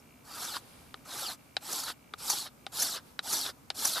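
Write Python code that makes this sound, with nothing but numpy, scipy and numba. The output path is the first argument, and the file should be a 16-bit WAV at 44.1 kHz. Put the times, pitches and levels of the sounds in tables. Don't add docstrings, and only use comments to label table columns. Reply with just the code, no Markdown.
import sys
import numpy as np
from scipy import signal
from scipy.fft import rfft, irfft
from scipy.io import wavfile
from numba import njit

SR = 44100
rng = np.random.default_rng(int(sys.argv[2]) if len(sys.argv) > 2 else 0)


def dump_mix(stems):
    frames = np.atleast_2d(stems).T
    limited = np.clip(frames, -1, 1)
    pcm = np.round(limited * 32767).astype(np.int16)
    wavfile.write(sys.argv[1], SR, pcm)


N = 176400
TOP_HZ = 15300


def undb(db):
    return 10 ** (np.asarray(db) / 20)


def unit(x):
    return x / np.sqrt(np.mean(x ** 2))


def gains(points):
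    hz, db = np.array(points).T
    line_hz = np.arange(N // 2 + 1) * SR / N
    return undb(np.interp(np.log(line_hz + 1), np.log(hz), db))


def colour(x, points):
    cepstrum = irfft(np.log(unit(gains(points))), N)
    cepstrum[1:N // 2] *= 2
    cepstrum[N // 2 + 1:] = 0
    response = irfft(np.exp(rfft(cepstrum)), N)[:N // 40]
    return signal.oaconvolve(x, np.array(response, ndmin=x.ndim), axes=-1)[..., :N]


def walk(per_s):
    return np.interp(np.arange(N) * per_s / SR, np.arange(N), rng.standard_normal(N))


def bursts(t, rows):
    return sum(undb(db) * np.exp(-.5 * ((t - at) / half_s) ** 2) for at, half_s, db in rows)


# frequency in Hz, relative level in dB.
AIR_SPECTRUM = [(15, -16), (25, -49.5), (55, -4), (164, -1.5), (193, -6.5), (253, -1), (349, -10.5),
                (1300, -15.5), (1660, -20), (1800, -24), (2010, -22), (2360, -21.5), (2920, -25.5),
                (14300, -26), (15500, -38)]
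def air(level_db=-59):
    return undb(level_db + walk(6.84)) * colour(rng.standard_normal(N), AIR_SPECTRUM)


# pitch in Hz, relative level in dB, T60 in seconds.
BUZZ_TONES = [(2354, 4, 0.015), (2680, 2, 0.012)]
BUZZ_SPANS = [(0, 2.25), (2.57, 2.67)]
def buzz(t, pips_per_s=59.94, level_db=-70.5):
    age = (t - .0072) % (1 / pips_per_s)
    tones = sum(undb(db - 60 * age / t60) * np.sin(2 * np.pi * hz * age) for hz, db, t60 in BUZZ_TONES)
    attack = np.minimum(age / .0008, 1)
    strength = np.clip(1 + .5 * walk(pips_per_s), .5, 2)
    gate = sum(np.clip(np.minimum(t - on, off - t) / .021, 0, 1) for on, off in BUZZ_SPANS)
    return undb(level_db) * unit(tones * attack * strength) * gate


# centre in seconds, half length in seconds, level in dB.
SLEEVE_BRUSHES = [(0.707, 0.17, -59), (1.426, 0.054, -67.5), (3.084, 0.041, -63)]
# frequency in Hz, relative level in dB.
SLEEVE_SPECTRUM = [(200, 7), (800, 4.5), (2000, -3.5), (4500, -1), (7000, -8.5), (11000, -1), (15500, -18)]
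def sleeve(t):
    return colour(bursts(t, SLEEVE_BRUSHES) * rng.standard_normal(N), SLEEVE_SPECTRUM)


# start in seconds, relative level in dB, knock centre in Hz, knock, treble # and bass
# boosts in dB, the second knock's delay in seconds and its relative level in dB.
LANDINGS = [(0.9421, -13, 1210, 11.5, -6, 9, 0.001, -8.5), (1.5672, -3, 650, 4, 4, 6, 0.0012, -4.5),
            (2.137, -9, 1290, 7, -8, 5, 0.00085, 2.5), (2.6657, -5.5, 780, 4.5, -8, 3, 0.0014, -7.5),
            (3.1911, -5, 1600, 0.5, -1, -9, 0.000714, 3.5), (3.7025, -5, 1700, 0, 6.5, -11, 0.0014, -9)]
# frequency in Hz, relative level in dB, T60 in seconds.
SHAFT_MODES = [(253, -27.5, 0.023), (414, -18, 0.034), (585, -16.5, 0.012), (782, -12.5, 0.032),
               (1234, -14.5, 0.03), (1440, -10.5, 0.019), (1790, -7.5, 0.011), (2530, -8.5, 0.0046),
               (3220, -6, 0.011), (3630, -2, 0.0078), (3930, -0.5, 0.018), (4100, -2.5, 0.0054),
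               (4660, 2.5, 0.0049), (5470, -11.5, 0.002), (8940, -20.5, 0.017)]
# frequency in Hz, relative level in dB.
CRACK_SPECTRUM = [(100, -12), (400, -10.5), (1600, -4), (2300, -6), (3900, -2), (5200, -8.5), (6500, -17.5),
                  (10000, -23.5), (15500, -43)]
def taps(t, level_db=-21.5, crack_t60_s=.0084, tail_t60_s=.047, low_cut_hz=190):
    rings, crack_level = np.zeros(N), np.zeros(N)
    for at, db, knock_hz, knock_db, treble_db, bass_db, gap_s, second_db in LANDINGS:
        near = (t > at) & (t < at + .1)
        age = t[near] - at
        crack_decay = undb(-2 - 60 * age / crack_t60_s) + undb(-12 - 60 * age / tail_t60_s)
        crack_level[near] += undb(db + treble_db / 2) * crack_decay
        for delay_s, contact_db in ((0, 0), (gap_s, second_db)):
            since = np.maximum(age - delay_s, 0)
            for k, (hz, mode_db, t60) in enumerate(SHAFT_MODES):
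                place_db = knock_db * np.exp(-(np.log(hz / knock_hz) / .37) ** 2)
                place_db += treble_db * (hz > 2300) + bass_db * (hz < 680)
                level = undb(db + contact_db + mode_db + place_db - 60 * since / t60)
                detuned_hz = hz * (1 + .0063 * rng.standard_normal())
                rings[near] += (-1) ** k * level * np.sin(2 * np.pi * detuned_hz * since)
    crack = colour(crack_level * rng.standard_normal(N), CRACK_SPECTRUM)
    low_cut = signal.butter(2, low_cut_hz, "high", fs=SR, output="sos")
    return undb(level_db) * signal.sosfilt(low_cut, rings + crack)


@njit
def resonate(x, centre_hz, width_hz):
    out, band_state, low_state = np.empty(len(x)), 0., 0.
    for i in range(len(x)):
        tuning, damping = np.tan(np.pi * centre_hz[i] / SR), width_hz / centre_hz[i]
        band = (band_state + tuning * (x[i] - low_state)) / (1 + tuning * (tuning + damping))
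        band_state = 2 * band - band_state
        low_state += 2 * tuning * band
        out[i] = damping * band
    return out


# centre in seconds, half length in seconds, pitch at the centre in Hz,
# fall in octaves per second, level in dB.
SHAFT_GLIDES = [(0.333, 0.022, 4700, .5, -49), (0.491, 0.014, 3500, 9.9, -44), (0.532, 0.025, 4200, 8, -45),
                (1.122, 0.018, 3870, 0.79, -46), (1.245, 0.021, 3370, 11.4, -43.5),
                (1.279, 0.023, 4470, 7.2, -39), (1.77, 0.02, 4520, 1.5, -43.5),
                (1.852, 0.036, 4270, 5.8, -44.5), (2.313, 0.01, 4480, 1, -32.5),
                (2.396, 0.039, 4310, 2.7, -43), (2.86, 0.011, 4300, 12, -39), (2.919, 0.02, 4180, 7.7, -42),
                (3.35, 0.011, 4570, 4.5, -36.5), (3.382, 0.018, 5750, 3.9, -37),
                (3.428, 0.018, 4190, 8.3, -36.5), (3.877, 0.0073, 4550, 2, -39),
                (3.95, 0.03, 4030, 5.8, -39)]
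def singing_shaft(t, width_hz=480.):
    out = np.zeros(N)
    waver = 1 + .012 * walk(60)
    for at, half_s, hz, fall, db in SHAFT_GLIDES:
        near = slice(max(int((at - .12) * SR), 0), int((at + .12) * SR))
        centre_hz = np.clip(hz * waver[near] * 2 ** (fall * (at - t[near])), 500, 12000)
        ring = rng.standard_normal(N)[near]
        for _ in range(2):
            ring = resonate(ring, centre_hz, width_hz)
        out[near] += unit(ring) * bursts(t[near], [(at, half_s, db)])
    return out


# frequency in Hz, width in Hz, gain in dB.
FLAKE_MODES = [(5490, 74, -1), (6770, 38, -12), (7750, 100, -23), (8070, 130, -11), (9560, 190, -1.5),
               (10930, 57, -18), (11770, 73, -18), (12800, 120, -17)]
def ringing_flake(scrape):
    hz = np.arange(N // 2 + 1) * SR / N
    modes = sum(undb(db) / (1 + 2j * (hz - centre) / width) for centre, width, db in FLAKE_MODES)
    return irfft(rfft(scrape) * (1 + modes), N)


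@njit
def falling_rings(starts, hz, sizes, phase_turns, t60_s, fall_oct_per_s):
    out = np.zeros(N)
    for k in range(len(starts)):
        step_rad = 2 * np.pi * hz[k] / SR
        phasor = sizes[k] * np.exp(2j * np.pi * phase_turns[k])
        pole = np.exp(1j * step_rad - np.log(1000) / (t60_s * SR))
        glide = np.exp(-1j * step_rad * fall_oct_per_s * np.log(2) / SR)
        for i in range(starts[k], min(N, starts[k] + int(.7 * t60_s * SR))):
            phasor *= pole
            pole *= glide
            out[i] += phasor.imag
    return out


def fibre_catches(per_s=70, decay_s=.0015):
    kicks = (rng.random(N) < per_s / SR) * rng.uniform(.67, 1, N)
    return np.minimum(signal.lfilter([1], [1, -np.exp(-1 / (decay_s * SR))], kicks), 1)


def fractures(snaps_per_s=12000, chirps_per_s=2600, catch_db=5, flutter_db=.57):
    snaps = (rng.random(N) < snaps_per_s / SR) * rng.choice([-1, 1], N)
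    snaps = snaps * undb(3.5 * np.minimum(rng.exponential(size=N), 4))
    count = int(chirps_per_s * N / SR)
    starts, hz = rng.integers(N, size=count), rng.uniform(0, TOP_HZ, count)
    sizes = undb(2 * np.minimum(rng.exponential(size=count), 3))
    chirps = falling_rings(starts, hz, sizes, rng.random(count), t60_s=.081, fall_oct_per_s=2.85)
    rubbing = .5 * rng.standard_normal(N)
    grip_db = catch_db * fibre_catches() + flutter_db * walk(150)
    return unit((unit(snaps) + undb(2) * unit(chirps) + rubbing) * undb(grip_db))


# start, fastest moment and length in seconds, hiss and wood body levels in dB,
# hiss sag after the fastest moment in dB per second.
EDGE_STROKES = [(0.239, 0.449, 0.38, -41.5, -46.5, 48), (1.042, 1.2, 0.33, -40, -44.5, 40),
                (1.602, 1.744, 0.347, -37.5, -44.5, 50.5), (2.173, 2.323, 0.32, -34.5, -44, 88),
                (2.714, 2.82, 0.289, -32, -43, 76), (3.221, 3.347, 0.31, -33, -43, 76),
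                (3.738, 3.862, 0.31, -32.5, -43, 69)]
# centre in seconds, half length in seconds, level in dB.
EDGE_BITES = [(0.427, 0.0026, -41), (0.448, 0.005, -42), (1.731, 0.0034, -33.5), (1.798, 0.0045, -38.5),
              (1.838, 0.002, -41), (2.303, 0.0045, -25.5), (2.318, 0.005, -33), (2.826, 0.005, -25),
              (3.334, 0.0068, -28), (3.854, 0.0028, -24.5), (3.877, 0.0084, -34)]
EDGE_DRAGS = [(0.434, 0.012, -44.5), (0.546, 0.0044, -39.5), (0.565, 0.008, -36), (1.309, 0.016, -43.5),
              (1.893, 0.015, -37), (2.466, 0.012, -44.5), (2.963, 0.018, -41), (3.464, 0.011, -38),
              (3.492, 0.012, -41), (3.978, 0.013, -33)]
# frequency in Hz, relative level in dB.
HISS_SPECTRUM = [(1500, -44.5), (2500, -17), (3200, -1.5), (4300, 3), (5600, 0), (7000, -1.5), (7900, 1),
                 (8600, -6.5), (9400, -2), (10200, -4), (11200, 1), (13000, -6), (15500, -14.5)]
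BODY_SPECTRUM = [(80, -30), (250, -5), (500, -8.5), (850, -.5), (1050, -4.5), (1300, 1), (1900, -10.5),
                 (2500, -10.5), (5000, -24.5)]
BITE_SPECTRUM = [(200, -22.5), (1200, -3), (2200, -12.5), (4000, -20), (6000, 5), (7200, 3), (8500, -10),
                 (9600, 1), (12000, -3.5), (15500, -18)]
DRAG_SPECTRUM = [(150, -22.5), (450, -11.5), (800, -8), (1400, -1.5), (2400, -16.5), (3600, -5.5),
                 (4800, -6), (6500, -21.5), (11000, -21), (15500, -40)]
def scraping(t, touch_s=.012, release_s=.06):
    hiss, body = np.zeros(N), np.zeros(N)
    for start, fastest, length, hiss_db, body_db, sag_db_per_s in EDGE_STROKES:
        speed = np.interp(t, [start, fastest], [.14, 1])
        touch = np.clip((t - start) / touch_s, 0, 1)
        release = np.sin(np.pi / 2 * np.clip((start + length - t) / release_s, 0, 1)) ** 2
        sag_db = sag_db_per_s * np.maximum(t - fastest, 0)
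        hiss += touch * release * speed ** 1.434 * undb(hiss_db - sag_db)
        body += touch * release * speed * undb(body_db - .95 * sag_db)
    layers = ((hiss, HISS_SPECTRUM), (body, BODY_SPECTRUM),
              (bursts(t, EDGE_BITES), BITE_SPECTRUM), (bursts(t, EDGE_DRAGS), DRAG_SPECTRUM))
    return sum(colour(level * np.array([fractures(), fractures()]), shape) for level, shape in layers)


# frequency in Hz, side gain in dB.
WORK_WIDTH = [(150, -6), (1000, -14), (2200, -18), (4000, -20.5), (8000, -6), (12000, -5)]
BACKGROUND_WIDTH = [(50, -15), (150, -7.5), (1000, -0.5), (8000, -3.5)]
# frequency in Hz, left over right in dB.
WORK_BALANCE = [(2000, 0), (4500, 0), (8000, 0.5), (12000, -3)]
def spread(mid_side, width, balance=None):
    mid, side = rfft(mid_side[0]), rfft(mid_side[1]) * gains(width)
    lean = 1 if balance is None else np.sqrt(gains(balance))
    return np.array([irfft((mid + side) * lean, N), irfft((mid - side) / lean, N)])


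def scene():
    t = np.arange(N) / SR
    background = np.array([air() + sleeve(t) for _ in range(2)])
    shaft = np.array([taps(t) + singing_shaft(t) for _ in range(2)])
    work = shaft + ringing_flake(scraping(t))
    return spread(background, BACKGROUND_WIDTH) + buzz(t) + spread(work, WORK_WIDTH, WORK_BALANCE)


def record(dry):
    return signal.sosfilt(signal.ellip(10, .2, 80, TOP_HZ, fs=SR, output="sos"), dry)


dry = scene()
out = record(dry)
dump_mix(out)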